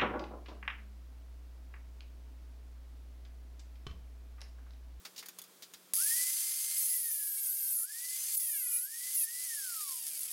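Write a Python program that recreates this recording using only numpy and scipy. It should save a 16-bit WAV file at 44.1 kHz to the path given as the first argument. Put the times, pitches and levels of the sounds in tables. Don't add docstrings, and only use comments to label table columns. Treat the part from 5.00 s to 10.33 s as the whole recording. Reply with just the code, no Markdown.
import sys
import numpy as np
from scipy import signal
from scipy.fft import rfft, irfft
from scipy.io import wavfile
from scipy.ndimage import uniform_filter1d

SR = 44100
rng = np.random.default_rng(int(sys.argv[2]) if len(sys.argv) > 2 else 0)


def store_pcm(level_fs):
    pcm = np.round(np.clip(level_fs, -1, 1) * 32767).astype(np.int16)
    wavfile.write(sys.argv[1], SR, np.atleast_2d(pcm).T)


N = 234856
TIME = np.arange(N) / SR

# [f/Hz, level/dB]
ROOM_COLOUR = [(25, -24), (64, -35), (110, -22), (175, -15), (400, -9), (860, -16.5), (1130, -13),
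               (1790, -16.5), (2900, -19), (3300, -14.5), (4030, -17.5), (11900, -17.5), (16000, -20.5)]
# [t/s, level/dB, dull body level/dB, bright ring level/dB]
KNOCKS = [(0.0512, -28.5, -17.5, -35), (0.162, -34, -33, -30), (0.179, -29.5, -35, -33),
          (0.1907, -34.5, -33, -6), (0.1974, -51, -38, -9), (0.227, -42, -6, -9), (0.2593, -38.5, -19, -4),
          (0.2856, -39.5, -15.5, 3.5), (0.2944, -61, -16, -15), (0.387, -37, -18, 2.5),
          (0.417, -46, -30, 6), (0.439, -44.5, -29, -0.5), (0.623, -32.5, -23.5, -12),
          (0.63, -40.5, -33, -15), (0.737, -34, -23, -6.5)]
# [f/Hz, level/dB]
KNOCK_BODY_COLOUR = [(60, -31), (300, -11), (800, -4), (1600, 1), (2500, -1), (4000, -20)]
# [f/Hz, level/dB]
KNOCK_CRACK_COLOUR = [(1500, -16), (3000, -2), (4800, 2.5), (7000, -4.5), (11000, -12), (16000, -8)]
# [f/Hz, level/dB, time to fall by 60 dB/s]
ROD_MODES = [(2230, -32, .08), (3490, -7, 0.045), (4500, -21, .07), (5100, -25, .07), (6540, -4, 0.04),
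             (6800, -3, 0.024), (7650, -15, .05), (9800, -5, .04), (10400, 1, 0.082), (12020, 3, 0.045),
             (13700, -3, 0.045), (15400, -5, 0.044)]
# [f/Hz, level/dB]
GRIT_COLOUR = [(3000, -29.5), (7000, -5.5), (10500, -0.5), (12500, -12), (16000, -13)]
# [f/Hz, width/Hz, level/dB]
GEAR_MODES = [(4840, 850, -17.5), (9680, 740, -4.5), (10350, 760, -2.5), (11090, 620, 2.5),
              (12360, 850, -18.5), (14700, 2700, -12)]
# [t/s, share of the stalling load]
LOAD_CURVE = [(1.763, 0), (1.969, .103), (2.085, .221), (2.41, .241), (2.479, .4), (2.511, .119),
              (2.604, .288), (2.709, .255), (2.787, .604), (2.843, 0), (3.337, 0), (3.491, .275),
              (3.638, .416), (3.686, .302), (3.729, .367), (3.845, .167), (3.854, 0), (4.149, 0),
              (4.222, .382), (4.273, 0)]
# [f/Hz, level/dB]
LOW_RUSH_COLOUR = [(60, -50), (200, -30), (500, -22.5), (900, -15), (1350, -7.5), (2200, 0), (2650, 0),
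                   (3200, 2.5), (3900, -1), (5500, -11.5)]
# [f/Hz, level/dB]
AIR_RUSH_COLOUR = [(2500, -41.5), (3800, -12), (4550, -4), (5500, -3.5), (7000, -1), (8400, 1.5),
                   (10000, 1.5), (13000, 2), (16000, -12)]
# [f/Hz, width/Hz, level/dB]
VENT_MODES = [(3125, 39, -10), (3480, 45, -7), (4586, 140, -3.5), (5010, 160, -2), (8440, 250, 1)]
# [f/Hz, level/dB]
WHINE_RESPONSE = [(600, -43), (850, -39), (1020, -16), (1190, -9), (1400, -2.5), (1600, -4), (1830, -3),
                  (1990, -3), (2075, -10.5), (2150, -5)]
# [cycles per disc turn, level/dB]
OVERTONES = [(24, -6), (36, 1), (41, -1), (48, 0), (60, 2), (72, -1)]
# [f/Hz, width/Hz, level/dB]
GUARD_MODES = [(5500, 150, -2), (6300, 220, 3), (7050, 200, 2), (8400, 200, -1)]
# [start t/s, end t/s, level/dB, growl of the rod under a deep bite level/dB]
CUTS = [(1.725, 2.875, -17, 7), (3.294, 3.885, -14.5, 16), (4.113, 4.272, -9, 15)]
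# [t/s, half length/s, lift level/dB, chatter 0-1]
SNAGS = [(1.944, 0.049, 3.5, 0.5), (2.13, 0.02, 3.5, 0.1), (2.494, 0.056, 3.7, 0.7),
         (2.795, 0.17, 7.5, 0.95), (3.376, 0.012, 23.5, 0.9), (3.757, 0.037, 6.5, 0.17)]
# [cycles per motor turn, level/dB]
BUZZ_ORDERS = [(1, -24), (2, -20), (3, -8), (4, -1), (10, 0), (13, -3), (16, 2), (19, -4), (21, 1), (22, 6),
               (23, 4), (24, -4), (26, 1), (34, -3)]
# [f/Hz, level/dB]
HEAD_RESPONSE = [(400, -1), (500, -9), (700, -14), (3000, -27.5), (6000, -17), (8500, -10), (10500, 5.5),
                 (12400, 1), (14000, -4), (16000, -15)]

BACKGROUND_DB = -68.5
HUM_HZ = 183.6
SWITCH_ON_S, SWITCH_OFF_S = .936, 4.447
KICK_SPEED, FREE_SPEED = 72.4, 174.9
SPIN_UP_S, COAST_S = .114, .72
GEAR_RATIO, WHINE_ORDER = 4.1, 12
# (trim at free speed in dB, rise per doubling of speed in dB)
LOW_RUSH_LAW, AIR_RUSH_LAW, RATTLE_LAW = (-39, 8.9), (-24.5, 9), (-25.5, 5.2)
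OVERTONE_LAW = (-41, 13.5)
KICK_DB, KICK_S = 12, 0.14
WHINE_DB = -33
SHADED_DB = -4.5
AIRFLOW_S = 0.076
BITE_S, LIFT_S = 0.059, .034
DEEP_LOAD = .33
GROWL_HZ, GROWL_OCTAVES = 2450, 0.51
CUTOFF_HZ = 16000


def from_db(db):
    return 10 ** (np.asarray(db) / 20)


def rms_one(x):
    return x / np.sqrt(np.mean(x ** 2) + 1e-20)


def on_log_axis(points, where):
    axis, values = np.transpose(points)
    return np.interp(np.log(where + 1e-9), np.log(axis), values)


def drift(rate):
    r = np.exp(-2 * np.pi * 16 * rate / SR)
    steps = rng.standard_normal(N // 16 + 2002)
    slow = signal.lfilter([1], [1, -2 * r, r * r], steps)[2000:]
    return np.interp(np.arange(N) / 16, np.arange(len(slow)), rms_one(slow))


def noise(spectrum):
    gain = from_db(on_log_axis(spectrum, np.fft.rfftfreq(N, 1 / SR)))
    return rms_one(irfft(rfft(rng.standard_normal(N)) * gain, N))


def resonate(x, hz, width_hz):
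    r = np.exp(-np.pi * width_hz / SR)
    feed = np.array([1, 0, -1]) * (1 - r * r) / 2
    return signal.lfilter(feed, [1, -2 * r * np.cos(2 * np.pi * hz / SR), r * r], x + 1e-18)


def ring(x, hz, t60):
    r = from_db(-60 / (t60 * SR))
    w = 2 * np.pi * hz / SR
    return signal.lfilter([0, np.sin(w)], [1, -2 * r * np.cos(w), r * r], x + 1e-18)


def clicks(times, db):
    out = np.zeros(N)
    out[np.round(np.asarray(times) * SR).astype(int)] = from_db(db)
    return out


def dying(hits, t60):
    return signal.lfilter([1], [1, -from_db(-60 / (t60 * SR))], hits + 1e-18)


def background():
    hum_gain = from_db(-4.5 + 2.0 * drift(5))
    hum = hum_gain * np.sin(2 * np.pi * HUM_HZ * TIME + 0.94 * drift(1.6))
    return from_db(BACKGROUND_DB) * (hum + from_db(7.5) * noise(ROOM_COLOUR))


def knocks():
    s, db, low_db, bright_db = np.transpose(KNOCKS)
    crack_envelope = uniform_filter1d(dying(clicks(s, db - 13), t60=0.092), size=160)
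    crack = crack_envelope * noise(KNOCK_CRACK_COLOUR)
    body = dying(clicks(s, db + low_db - 1.5), t60=0.09) * noise(KNOCK_BODY_COLOUR)
    scuff = dying(clicks(s, db + bright_db - 16.0), t60=0.047) * noise(GRIT_COLOUR)
    strength = rng.normal(0, 3.6, (len(s), len(ROD_MODES)))
    rod = 0
    for k, (hz, mode_db, t60) in enumerate(ROD_MODES):
        hits = clicks(s, db + bright_db + mode_db - 11.0 + strength[:, k])
        rod = rod + ring(hits, hz, t60)
    return crack + body + scuff + rod


def gear_head(x):
    out = 0
    for k, (hz, width, db) in enumerate(GEAR_MODES):
        out = out + (-1) ** k * from_db(db) * resonate(x, hz, width)
    return out


def switch():
    clack_noise = rms_one(gear_head(rng.standard_normal(N)))
    clack = dying(clicks([SWITCH_ON_S], -15), t60=.012) * clack_noise
    thud_noise = noise([(40, 1), (200, -12), (1500, 0), (5000, 1.5), (12000, -50)])
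    thud = dying(clicks([SWITCH_ON_S], -33.5), t60=0.033) * thud_noise
    return clack + thud


def motor_speed(load):
    on, off = int(SWITCH_ON_S * SR), int(SWITCH_OFF_S * SR)
    keep = np.exp(-1 / (SPIN_UP_S * SR))
    speed = np.full(N, float(KICK_SPEED))
    target_rise = FREE_SPEED * (1 - load[on:]) - KICK_SPEED
    speed[on:] += signal.lfilter([1 - keep], [1, -keep], target_rise)
    speed[off:] = speed[off] * np.exp(-(TIME[off:] - SWITCH_OFF_S) / COAST_S)
    return speed


def by_speed(law, speed):
    db, doubling_db = law
    return from_db(db + doubling_db * np.log2(speed / FREE_SPEED))


def vents():
    air = rng.standard_normal(N)
    return rms_one(sum(from_db(db) * resonate(air, hz, width) for hz, width, db in VENT_MODES))


def air_rush(speed, slack):
    gusts = from_db(1.44 * drift(110) + 2.6 * slack ** 2 * drift(33))
    air = noise(AIR_RUSH_COLOUR) + from_db(-10.0) * vents()
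    low = by_speed(LOW_RUSH_LAW, speed) * noise(LOW_RUSH_COLOUR)
    return gusts * (low + by_speed(AIR_RUSH_LAW, speed) * air)


def rattle(slack, taps_per_s, size_db, tight_share, slack_share, ring_hz, ring_width_hz, ring_db):
    taps = (rng.random(N) < taps_per_s / SR) * from_db(size_db * rng.random(N) ** 2)
    blows = dying(taps, t60=0.0027) * rng.standard_normal(N)
    crown_wheel = from_db(ring_db) * resonate(blows, ring_hz, ring_width_hz)
    bursts = rms_one(gear_head(blows) - crown_wheel)
    hiss = rms_one(gear_head(rng.standard_normal(N)))
    share = np.clip(tight_share + slack * (slack_share - tight_share), 0, 1)
    return np.sqrt(share) * bursts + np.sqrt(1 - share) * hiss


def whine(turns, speed, depth, flutter_db, wander):
    housing_db = on_log_axis(WHINE_RESPONSE, WHINE_ORDER * speed)
    tone_gain = from_db(WHINE_DB + housing_db + 2.4 * drift(14.7))
    tone = tone_gain * np.sin(2 * np.pi * WHINE_ORDER * turns)
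    high = 0
    for order, db in OVERTONES:
        gain = from_db(db + flutter_db * drift(26))
        high = high + gain * np.sin(2 * np.pi * order * turns + wander * drift(36))
    high = high + sum(from_db(db) * resonate(high, hz, width) for hz, width, db in GUARD_MODES)
    airflow = np.clip((TIME - SWITCH_ON_S) / AIRFLOW_S, 0, 1) ** 2
    return airflow * from_db(SHADED_DB * depth) * (tone + by_speed(OVERTONE_LAW, speed) * high)


def buzz(turns, speed, chatter, growl_db, jitter, flutter_db, scatter, chatter_scatter, throb):
    motor = GEAR_RATIO * turns + jitter * drift(150)
    out, power = 0, 0
    for order in np.arange(1, 35):
        hz = order * GEAR_RATIO * speed
        lift_db = growl_db * np.exp(-(np.log2(hz / GROWL_HZ) / GROWL_OCTAVES) ** 2)
        colour_db = on_log_axis(BUZZ_ORDERS, order) + on_log_axis(HEAD_RESPONSE, hz)
        gain = from_db(colour_db + lift_db + flutter_db * drift(32.0)) * (hz < .45 * SR)
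        shake = order / 20 * (scatter * drift(20) + chatter_scatter * chatter ** 2 * drift(92))
        out = out + gain * np.sin(2 * np.pi * (order * motor + 0.59 * rng.random()) + shake)
        power = power + gain ** 2 / 2
    wobble = 1 + throb * np.sin(2 * np.pi * turns)
    grabbing = from_db(1.5 * chatter * drift(60) - chatter)
    return out / np.sqrt(power) * wobble * grabbing


def cutting(turns, speed, depth):
    contact, growl_db, snag_db, chatter = 0, 0, 0, 0
    for start, end, db, rod_db in CUTS:
        touching = np.clip(np.minimum((TIME - start) / BITE_S, (end - TIME) / LIFT_S), 0, 1)
        contact = contact + from_db(db) * touching ** 2
        growl_db = growl_db + rod_db * touching * depth
    for s, half_s, db, shake in SNAGS:
        swell = np.exp(-((TIME - s) / half_s) ** 2)
        snag_db = snag_db + db * swell
        chatter = chatter + shake * swell ** 2
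    motor = buzz(turns, speed, chatter, growl_db - 7 * chatter, jitter=0.0011, flutter_db=4.0,
                 scatter=0.89, chatter_scatter=2.2, throb=0.14)
    return contact * from_db(snag_db) * (motor + from_db(-12) * noise(GRIT_COLOUR))


def grinder():
    load_s, load_share = np.transpose(LOAD_CURVE)
    load = np.interp(TIME, load_s, load_share)
    speed = motor_speed(load)
    turns = np.cumsum(speed) / SR
    depth = np.clip(load / DEEP_LOAD, 0, 1)
    slack = np.clip(1.6 * (1 - speed / FREE_SPEED), 0, 1) * (1 - depth)
    rush = air_rush(speed, slack)
    kick = from_db(KICK_DB * np.exp(-np.abs(TIME - SWITCH_ON_S) / KICK_S))
    gears = rattle(slack, taps_per_s=3.8 * speed, size_db=3.0, tight_share=0.13, slack_share=0.87,
                   ring_hz=12000, ring_width_hz=1800, ring_db=-5.5)
    head = kick * by_speed(RATTLE_LAW, speed) * gears
    tones = whine(turns, speed, depth, flutter_db=3.0, wander=.4)
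    running = np.clip((TIME - SWITCH_ON_S) / 0.0018, 0, 1)
    return (rush + head + tones + cutting(turns, speed, depth)) * running


def garage(x, t60, wet_db):
    t = np.arange(SR // 2) / SR
    tail = rng.standard_normal(len(t)) * from_db(-60 * t / t60) * (t > .004)
    return x + from_db(wet_db) * signal.fftconvolve(x, tail / np.linalg.norm(tail))[:N]


def gain_control(x, ceiling_db, glide_s, overshoot_db):
    power = uniform_filter1d(x * x, size=800)
    level_db = 10 * np.log10(np.abs(power) + 1e-14)
    excess_db = np.maximum(level_db - ceiling_db, 0)
    keep = np.exp(-1 / (glide_s * SR))
    eased_db = signal.lfilter([1 - keep], [1, -keep], excess_db)
    return x * from_db(-np.maximum(eased_db, excess_db - overshoot_db))


def scene():
    in_room = garage(knocks() + switch() + grinder(), t60=0.029, wet_db=-8.0)
    mono = background() + in_room
    return np.array([mono, mono])


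def record(dry):
    thin = signal.sosfilt(signal.butter(2, 65, "high", fs=SR, output="sos"), dry)
    levelled = gain_control(thin, ceiling_db=-36.0, glide_s=0.21, overshoot_db=5.5)
    passed = np.fft.rfftfreq(N, 1 / SR) < CUTOFF_HZ
    return irfft(rfft(levelled) * passed, N)


dry = scene()
out = record(dry)
store_pcm(out)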